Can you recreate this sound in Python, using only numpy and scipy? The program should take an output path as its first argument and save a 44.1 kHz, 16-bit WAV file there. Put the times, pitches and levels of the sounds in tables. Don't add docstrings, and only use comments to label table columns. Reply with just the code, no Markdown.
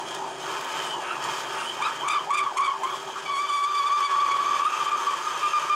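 import sys
import numpy as np
from scipy import signal
from scipy.fft import rfft, irfft
from scipy.io import wavfile
from scipy.ndimage import uniform_filter1d

SR = 44100
rng = np.random.default_rng(int(sys.argv[2]) if len(sys.argv) > 2 else 0)


def pcm_store(signal):
    levels = np.round(np.clip(np.atleast_2d(signal), -1, 1) * 32767)
    wavfile.write(sys.argv[1], SR, levels.astype(np.int16).T)


N = 253575
TIME_S = np.arange(N) / SR
FREQ_HZ = np.fft.rfftfreq(N, 1 / SR)
TURN_S, HIGH_SIDE_S = .268, 2.3
LOCK_S = .003

# centre in Hz, width in Hz, lift in dB.
STEEL_MODES = [(884, 23, 7), (940, 15, 4.5), (1380, 58, 0), (1692, 42, 8.5), (1866, 64, 7),
               (2260, 130, 7.5), (2474, 154, 7), (2730, 31, 2.5), (3000, 60, 6), (3120, 90, 8.5),
               (3271, 130, 7), (4700, 190, 6), (5300, 250, 5), (6400, 230, 7.5), (7030, 230, 8),
               (7680, 260, 7), (8640, 390, 6.5), (9780, 1200, 9), (12520, 380, 12.5), (14250, 400, 5)]
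# time in seconds, relative rasp level in dB, relative fizz level in dB.
CUT_DB = [(0, -48.5, -45.5), (.05, -48, -50), (.09, -45, -43.5), (.16, -42, -43), (.22, -51, -50.5),
          (.37, -47, -49), (.42, -44.5, -46), (.435, -42, -43.5), (.88, -40, -43), (.97, -48.5, -47),
          (1.05, -42.5, -48.5), (1.19, -45.5, -47), (1.225, -40, -42), (1.56, -41.5, -44.5),
          (1.72, -44, -44.5), (1.83, -41, -45), (2.3, -47, -48.5), (2.76, -49, -51), (2.86, -46, -47),
          (3.7, -48.5, -49), (4.1, -40, -43), (4.3, -41.5, -44.5), (5.75, -42, -43)]
# frequency in Hz, gain in dB.
CUT_COLOUR_DB = [(260, -25), (450, -9), (570, 0.5), (712, -26), (903, 3.5), (1020, 5), (1290, 4),
                 (1710, -3.5), (2010, -10.5), (3090, -9), (4210, -21.5), (7070, -26), (11200, -44.5),
                 (12400, -47.5), (15500, -49)]
# time in seconds, level in dB.
SIZZLE_DB = [(.41, -85), (.43, -67), (.84, -65), (.96, -78), (1.17, -69), (1.23, -65), (1.5, -67),
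             (2.0, -69), (2.76, -80), (2.84, -64), (3.22, -78), (3.4, -70), (4.3, -67.5), (5.75, -69)]
# frequency in Hz, gain in dB.
SIZZLE_COLOUR_DB = [(10500, -35), (11400, -10), (11900, -14), (12500, 0), (13200, -17), (14250, -3),
                    (15500, -13)]
# time in seconds, relative level in dB.
DRIVE_DB = [(0, -40.5), (2.2, -41.5), (2.72, -49), (2.87, -42.5), (3.5, -47), (3.67, -53), (4.3, -43.5),
            (5.75, -46)]
# frequency in Hz, gain in dB.
RUMBLE_COLOUR_DB = [(20, -38), (55, -13), (102, -21), (120, -7), (160, -6), (195, -15), (250, -5),
                    (285, -9), (330, -1.5), (370, 5.5), (405, 2), (445, -9), (600, -1.5), (780, 0.5),
                    (1000, -8.5), (3000, -71)]
# pitch in Hz, level at full drive in dB.
GEAR_TONES = [(389, -49.5), (479, -60), (641, -53.5), (801, -55.5)]
# middle in seconds, length in seconds, top pitch in Hz, level in dB.
GROAN_RUBS = [(.01, .1, 924.7, -35.5), (.245, 0.11, 941, -32), (.54, 0.16, 1139, -34),
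              (.96, 0.093, 994, -32.5), (1.11, .14, 1320, -34), (1.28, .16, 1008, -33.5),
              (1.6, 0.14, 1336, -34.5), (1.92, 0.072, 1309, -36), (2.925, 0.056, 1080, -37),
              (3.095, 0.023, 982, -33.5), (3.175, 0.069, 1228, -33.5)]
# middle in seconds, length in seconds, top pitch in Hz, level in dB.
WHISTLE_RUBS = [(.11, 0.083, 3245, -41), (.8, 0.18, 3050, -43), (.93, 0.065, 3037, -37.5),
                (1.1, .15, 2725, -37.5), (1.6, 0.092, 2780, -38), (1.7, 0.082, 3074, -35),
                (2.01, 0.065, 3113, -37), (2.2, 0.071, 3080, -39.5), (2.68, 0.064, 3180, -39.5),
                (2.85, 0.038, 3160, -48.5), (2.94, .1, 3354, -41.5), (3.08, 0.23, 3220, -48),
                (3.29, 0.034, 3060, -41), (3.49, 0.042, 3030, -41.5), (4.72, 0.28, 2650, -38.5),
                (5.49, 0.25, 2666, -38)]
# middle in seconds, length in seconds, top pitch in Hz, level in dB.
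HISS_RUBS = [(.08, .06, 9100, -56), (.33, .13, 9100, -59), (.88, 0.088, 8380, -49),
             (1.1, 0.18, 8980, -56.5), (1.63, .18, 8820, -50.5), (4.67, .06, 9150, -51),
             (5.48, 0.1, 9050, -58)]
# time in seconds, level in dB.
SWISH_DB = [(3.3, -61), (4.2, -51), (5.75, -52)]
# start in seconds, decay in seconds, crunch in dB, splinters in dB.
CHIP_SNAPS = [(.1471, .006, -33, -46), (.609, .009, -38.5, -47), (.6444, .009, -39.5, -46.5),
              (.7218, .014, -39, -58), (1.0204, .006, -41, -54), (1.2407, .006, -32, -53),
              (1.5489, .004, -39, -58), (4.0067, .004, -40, -56), (5.5971, .004, -39, -53)]
# multiple of the pitch, relative level in dB.
SLAP_OVERTONES = [(2, 5), (3, -3), (4, -9), (5, -27), (6, -21), (7, -27), (8, -28), (9, -64), (10, -44)]
# frequency in Hz, gain in dB.
BUZZ_COLOUR_DB = [(1400, -11), (2400, 7), (3500, 0), (4800, -12.5), (5800, -5.5), (7200, -0.5), (8500, -6),
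                  (10000, -8.5), (11500, -26), (15500, -26)]
# start in seconds, length in seconds, pitch in Hz, level in dB.
STUTTER_LOCKS = [(1.106, 0.012, 1320, -25.5), (4.722, 0.033, 1185, -26), (4.771, 0.012, 1210, -27),
                 (4.802, 0.028, 1200, -22.5), (4.858, 0.035, 1168, -23), (4.913, 0.048, 1192, -23.5),
                 (4.974, 0.036, 1185, -30), (5.069, 0.034, 1155, -20.5), (5.131, 0.015, 1150, -27.5),
                 (5.269, 0.014, 1217, -24), (5.43, 0.052, 1199, -21), (5.536, 0.052, 1205, -16.5),
                 (5.623, 0.037, 1198, -32), (5.698, 0.049, 1197, -19.5)]
# time in seconds, pitch in Hz, level in dB.
CHATTER_SPELL = [(3.258, 1144, -46), (3.299, 1142, -27.5), (3.365, 1112, -27.5), (3.405, 1169, -27),
                 (3.52, 1162, -27), (3.569, 1136, -27.5), (3.611, 1157, -25), (3.636, 1120, -23),
                 (3.676, 1184, -26.5), (3.79, 1162, -24.5), (3.83, 1118, -26), (3.874, 1179, -25),
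                 (3.905, 1121, -22.5), (3.939, 1166, -17), (3.986, 1170, -24), (4.026, 1124, -21.5),
                 (4.059, 1164, -18), (4.1, 1131, -25), (4.2, 1155, -18.5), (4.269, 1145, -20.5),
                 (4.309, 1121, -21.5), (4.4, 1141, -22.5), (4.479, 1160, -23), (4.61, 1160, -25),
                 (4.665, 1227, -19.5), (4.684, 1223, -22.5)]
# time in seconds, roughness from 0 to 1.
CHATTER_ROUGHNESS = [(3.3, .26), (3.85, .26), (4.1, .44), (4.6, .44), (5.0, .38), (5.45, .18)]
# time in seconds, gain in dB.
CHATTER_OCTAVE_DB = [(3.3, -3), (3.6, -7), (3.8, -7.5), (4.2, -9), (4.31, -3.5), (4.42, -8), (5.1, -5),
                     (5.5, -1)]
# middle in seconds, length in seconds, relative overtone level in dB, buzz in dB.
CHATTER_BITES = [(3.376, 0.056, -40, -47), (3.496, 0.0089, -35, -49), (3.553, 0.09, -33, -49),
                 (3.643, 0.015, -28.5, -51), (3.752, 0.011, -28.5, -58), (3.787, 0.021, -29.5, -58),
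                 (3.833, 0.013, -35, -62), (3.875, 0.016, -33, -52), (3.94, .04, -31, -58.5),
                 (4.052, 0.031, -25.5, -57), (4.203, 0.013, -32, -60), (4.32, .03, -30, -57)]
# start in seconds, length in seconds.
CHATTER_LAPSES = [(3.329, .007), (3.42, .008), (3.46, .029), (3.596, .006), (3.686, .006), (3.726, .006),
                  (3.886, .007), (3.996, .01), (4.067, .007), (4.084, .008), (4.1, .011), (4.154, .007),
                  (4.214, .007), (4.253, .007), (4.268, .009), (4.369, .018), (4.43, .028), (4.5, .009),
                  (4.523, .009), (4.57, .022), (4.612, .007), (4.637, .012), (4.814, .008), (4.874, .007)]
# start, length, build-up and time to peak in seconds,
# top pitch in Hz, relative tone level in dB, relative overtone level in dB.
SQUAWK_LOCKS = [(1.821, .056, .002, .028, 1260, -24, -31), (2.04, .148, .06, .078, 1205, -23.5, -31),
                (2.304, .177, .004, .07, 1195, -23, -31), (2.569, .156, .005, .078, 1160, -23.5, -37.5),
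                (2.835, .07, .002, .045, 1130, -26.5, -46)]
# start in seconds, length in seconds, level in dB.
EDGE_GRABS = [(1.822, .008, -36), (2.082, .008, -26), (2.106, 0.022, -33), (2.305, 0.014, -36),
              (2.335, 0.017, -32.5), (2.372, 0.024, -28.5), (2.57, 0.016, -30), (2.606, 0.0069, -35),
              (2.643, 0.035, -41), (2.834, .012, -36)]
# frequency in Hz, gain in dB.
SCRAPE_COLOUR_DB = [(700, -25), (1350, -37), (2000, 17.5), (3600, 7), (5000, -4), (9000, -2), (12000, -40)]
# frequency in Hz, gain in dB.
LOW_CUT_DB = [(60, -14), (100, -10), (122, -0.5)]
# frequency in Hz, side gain in dB.
SIDE_DB = [(30, -19), (100, -23.5), (600, -27.5), (1100, -21), (7000, -21.5), (13000, -24)]


def gain_of(db):
    return 10 ** (np.asarray(db) / 20)


def unit_rms(x):
    return x / np.sqrt(np.mean(abs(x) ** 2) + 1e-20)


def follow(rows):
    times_s, *columns = np.transpose(rows)
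    return [np.interp(TIME_S, times_s, column) for column in columns]


def nearest(rows):
    rows = np.array(rows)
    borders_s = (rows[1:, 0] + rows[:-1, 0]) / 2
    return rows[np.searchsorted(borders_s, TIME_S)].T


def spectrum(points):
    hz, db = np.transpose(points)
    return gain_of(np.interp(np.log(FREQ_HZ + 1), np.log(hz), db))


def filtered(x, gain):
    return irfft(rfft(x) * gain, N)


def coloured(x, gain):
    return unit_rms(filtered(x, gain))


def flutter(width_hz):
    noise = rng.standard_normal(N) + 1j * rng.standard_normal(N)
    return unit_rms(np.fft.ifft(noise / (1 + (np.fft.fftfreq(N, 1 / SR) / width_hz) ** 2)))


def waver(width_hz):
    return unit_rms(flutter(width_hz).real)


def phasor(hz):
    return np.exp(2j * np.pi * np.cumsum(hz) / SR)


def gate(start_s, length_s, edge_s=LOCK_S):
    release_s = start_s + max(length_s, 2 * edge_s) - edge_s
    corners_s = [start_s - edge_s, start_s + edge_s, release_s, start_s + length_s + edge_s]
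    return np.interp(TIME_S, corners_s, [0, 1, 1, 0])


def bar_turn(offset_turns):
    return ((TIME_S - HIGH_SIDE_S) / TURN_S - offset_turns) % 1


def steel():
    lifts_db = (db / (1 + (2 * (FREQ_HZ - hz) / width_hz) ** 2) for hz, width_hz, db in STEEL_MODES)
    return gain_of(sum(lifts_db))


def workshop(x, wet_db, t60_s):
    t = np.arange(SR // 2) / SR
    taps = rng.standard_normal(len(t)) * (rng.random(len(t)) < 2000 / SR)
    taps *= (t > .002) * gain_of(-60 * t / t60_s)
    wet = signal.fftconvolve(x, taps / np.linalg.norm(taps))[:N]
    return (x + gain_of(wet_db) * wet) / np.hypot(1, gain_of(wet_db))


def fractures(per_s, spread_db, hiss):
    sizes = gain_of(spread_db * np.minimum(rng.exponential(1, N), 4.3)) * rng.choice([-1, 1], N)
    cracks = unit_rms(sizes * (rng.random(N) < per_s / SR))
    return unit_rms(cracks + hiss * rng.standard_normal(N))


def cutting():
    rasp_db, fizz_db = follow(CUT_DB)
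    sizzle_db, = follow(SIZZLE_DB)
    cracks = workshop(fractures(per_s=2600, spread_db=2.5, hiss=.88), wet_db=-6.5, t60_s=.094)
    chips = cracks + .27 * fractures(per_s=1500, spread_db=2.5, hiss=0)
    chips *= gain_of(.99 * waver(22))
    ring = spectrum(CUT_COLOUR_DB) * steel()
    low_share = 1 / (1 + (FREQ_HZ / 3800) ** 8)
    swell_db = np.cos(2 * np.pi * bar_turn(.41))
    rasp = coloured(cracks, ring * low_share) * gain_of(rasp_db + 8 + swell_db)
    fizz = coloured(chips, ring * (1 - low_share)) * gain_of(fizz_db + 1 + swell_db)
    sizzle = coloured(chips, spectrum(SIZZLE_COLOUR_DB)) * gain_of(sizzle_db)
    return rasp + fizz + sizzle


def headstock():
    drive_db, = follow(DRIVE_DB)
    rumble = coloured(rng.standard_normal(N), spectrum(RUMBLE_COLOUR_DB))
    rumble *= gain_of(drive_db - 1 + 1.2 * waver(23))
    whine = np.zeros(N)
    for hz, db in GEAR_TONES:
        mesh = np.exp(2j * np.pi * hz * TIME_S) * (1 + 1.1 * flutter(8))
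        whine += gain_of(db) * unit_rms(mesh.real)
    return rumble + whine * gain_of(.55 * (drive_db - drive_db.max()))


def stick_slip(hz, width_hz):
    return coloured((phasor(hz) * flutter(width_hz)).real, steel())


def rubs(rows, arch, width_hz):
    middle_s, span_s, top_hz, _ = nearest(rows)
    hz = top_hz * (1 - arch * np.minimum((2 * (TIME_S - middle_s) / span_s) ** 2, 2))
    level = sum(gain_of(db) / np.cosh(np.minimum(abs(TIME_S - at_s) / length_s * np.pi, 20))
                for at_s, length_s, _, db in rows)
    return stick_slip(hz, width_hz) * level


def scraping():
    swish_db, = follow(SWISH_DB)
    turn = bar_turn(.9)
    flank = (phasor(6430 - 549 * turn) * flutter(150)).real
    swish = unit_rms(flank * np.sin(np.pi * turn ** .49)) * gain_of(swish_db)
    groans = rubs(GROAN_RUBS, arch=.14, width_hz=175)
    whistles = rubs(WHISTLE_RUBS, arch=.02, width_hz=110)
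    hisses = rubs(HISS_RUBS, arch=.03, width_hz=520)
    return groans + whistles + hisses + swish


def snaps():
    bright = spectrum([(500, -32), (3000, 28), (7000, 25), (10000, 15), (11500, -10), (15500, -2)])
    crunch = coloured(rng.standard_normal(N), bright * steel())
    splinters = coloured(rng.standard_normal(N), spectrum([(7000, -28), (10000, -3), (15500, -7)]))
    out = np.zeros(N)
    for start_s, decay_s, crunch_db, splinters_db in CHIP_SNAPS:
        envelope = (TIME_S >= start_s) * np.exp(-abs(TIME_S - start_s) / decay_s)
        out += envelope * (gain_of(crunch_db) * crunch + gain_of(splinters_db) * splinters)
    return out


def blade(hz, swing, bite, grab, *, jitter, throb, blur, brighten, neutral_db, octave_db, buzz_from):
    cycle = phasor(hz * (1 + jitter * waver(89)))
    tone = np.sqrt(2) * (swing * cycle * (1 + throb * flutter(54))).real
    bite_db = 20 * np.log10(bite + 1e-6)
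    tilt_db_per_octave = brighten * (bite_db - neutral_db)
    slap = np.zeros(N)
    for k, db in SLAP_OVERTONES:
        level = gain_of(db + tilt_db_per_octave * np.log2(k / 3) + octave_db * (k == 2))
        slap += level * (cycle ** k * (1 + blur * flutter(32 * k))).real
    slap *= gain_of(bite_db + 1 + 1.6 * waver(20)) / np.hypot(1, blur)
    pulses = sum((cycle ** k * (1 + 1.4 * flutter(300))).real for k in range(buzz_from, 14))
    buzz = coloured(pulses, spectrum(BUZZ_COLOUR_DB)) * grab
    return workshop(tone, wet_db=-17, t60_s=.15) + workshop(slap + buzz, wet_db=-10, t60_s=.1)


def lapses(rough, depth=.8, slip_rad=1.6, shudder_hz=74):
    dips = [gate(start_s, length_s) for start_s, length_s in CHATTER_LAPSES]
    phase_rad = np.cumsum(sum(rng.uniform(-slip_rad, slip_rad) * dip / dip.sum() for dip in dips))
    shake = (flutter(34) * np.exp(2j * np.pi * shudder_hz * TIME_S)).real
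    shudder = .85 * np.maximum(rough - .12, 0) * shake
    return (1 - depth * sum(dips)) * (1 + shudder) * np.exp(1j * phase_rad)


def chatter():
    spell_hz, spell_db = follow(CHATTER_SPELL)
    rough, = follow(CHATTER_ROUGHNESS)
    octave_db, = follow(CHATTER_OCTAVE_DB)
    rasp_db, _ = follow(CUT_DB)
    _, _, stutter_hz, _ = nearest(STUTTER_LOCKS)
    start_s, end_s = CHATTER_SPELL[0][0], CHATTER_SPELL[-1][0]
    spell = gate(start_s, end_s - start_s)
    stutters = sum(gain_of(db) * gate(at_s, length_s) for at_s, length_s, _, db in STUTTER_LOCKS)
    hz = np.where(spell > 0, spell_hz * (1 + .008 * waver(25)), stutter_hz)
    swing = (spell * gain_of(spell_db) + stutters) * lapses(rough)
    bite = spell * gain_of(-40) + stutters * gain_of(-20)
    grab = np.zeros(N)
    for middle_s, length_s, bite_db, buzz_db in CHATTER_BITES:
        press = np.exp(-2 * ((TIME_S - middle_s) / length_s) ** 2)
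        bite = np.hypot(bite, press * gain_of(bite_db))
        grab += press * gain_of(buzz_db)
    groan_db = rasp_db + 9.5 + 8 * (rough - rough.max())
    groan = stick_slip(hz, width_hz=86) * gain_of(groan_db) * (TIME_S > start_s)
    return groan + blade(hz, swing, bite, grab, jitter=.028 * rough, throb=.55 * rough, blur=2 * rough,
                         brighten=.4, neutral_db=-37, octave_db=octave_db, buzz_from=5)


def squawks(scoop_s=.04, rough=.62):
    hz, swing, bite, groan = np.zeros((4, N))
    for start_s, length_s, build_s, peak_s, top_hz, db, bite_db in SQUAWK_LOCKS:
        t = TIME_S - start_s
        arch = np.interp(t, [-scoop_s, -LOCK_S, LOCK_S, peak_s, .125, .195, TURN_S - scoop_s],
                         [.63, .81, .93, 1, .955, .92, .63])
        hz = np.where((t > -scoop_s) | (hz == 0), top_hz * arch, hz)
        before_s, after_s = np.maximum(peak_s - t, 0), np.maximum(t - peak_s, 0)
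        choke_db = -8 * np.exp(-((t - peak_s) / .02) ** 2)
        lock = gate(start_s, length_s) * np.clip((t + LOCK_S) / build_s, 0, 1)
        swing += lock * gain_of(db + choke_db - 14 * abs(t))
        bite += lock * gain_of(bite_db - 191 * before_s - 162 * after_s)
        slipping = gate(start_s - .73 * scoop_s, length_s + 2.06 * scoop_s, edge_s=scoop_s / 2)
        groan += slipping * gain_of(db - 3.5 - 2.5 * (t < 0) - 20 * before_s - 50 * after_s)
    grab = sum(gain_of(db) * gate(at_s, length_s, edge_s=.00032) for at_s, length_s, db in EDGE_GRABS)
    ringing = blade(hz, swing, bite, grab, jitter=.026 * rough, throb=.8 * rough, blur=1.35 * rough,
                    brighten=.071, neutral_db=-15, octave_db=-1.5, buzz_from=2)
    cracks = fractures(per_s=990, spread_db=9, hiss=.3)
    scrape = coloured(cracks, spectrum(SCRAPE_COLOUR_DB) * steel()) * bite * gain_of(-11)
    return ringing + scrape + groan * stick_slip(hz, width_hz=100)


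def scene():
    lathe = cutting() + snaps() + scraping() + squawks() + chatter() + headstock()
    mid = filtered(lathe, spectrum(LOW_CUT_DB))
    side = filtered((signal.hilbert(mid) * flutter(40)).real, spectrum(SIDE_DB))
    return np.array([gain_of(.66) * mid + side, gain_of(.5) * mid - side])


def record(dry, lopsided=.066, ceiling_db=-15.5, release_db_per_s=150, cutoff_hz=15680):
    x = dry + lopsided * (dry ** 2 - np.mean(dry ** 2))
    over_db = np.maximum(20 * np.log10(abs(x).max(0) + 1e-9) - ceiling_db, 0)
    recovery_db = TIME_S * release_db_per_s
    held_db = np.maximum.accumulate(over_db + recovery_db) - recovery_db
    limited = x / gain_of(uniform_filter1d(held_db, size=24))
    low_pass = signal.firwin(1023, cutoff_hz, window=("kaiser", 9), fs=SR)
    return signal.oaconvolve(limited, low_pass[None], "same")


dry = scene()
out = record(dry)
pcm_store(out)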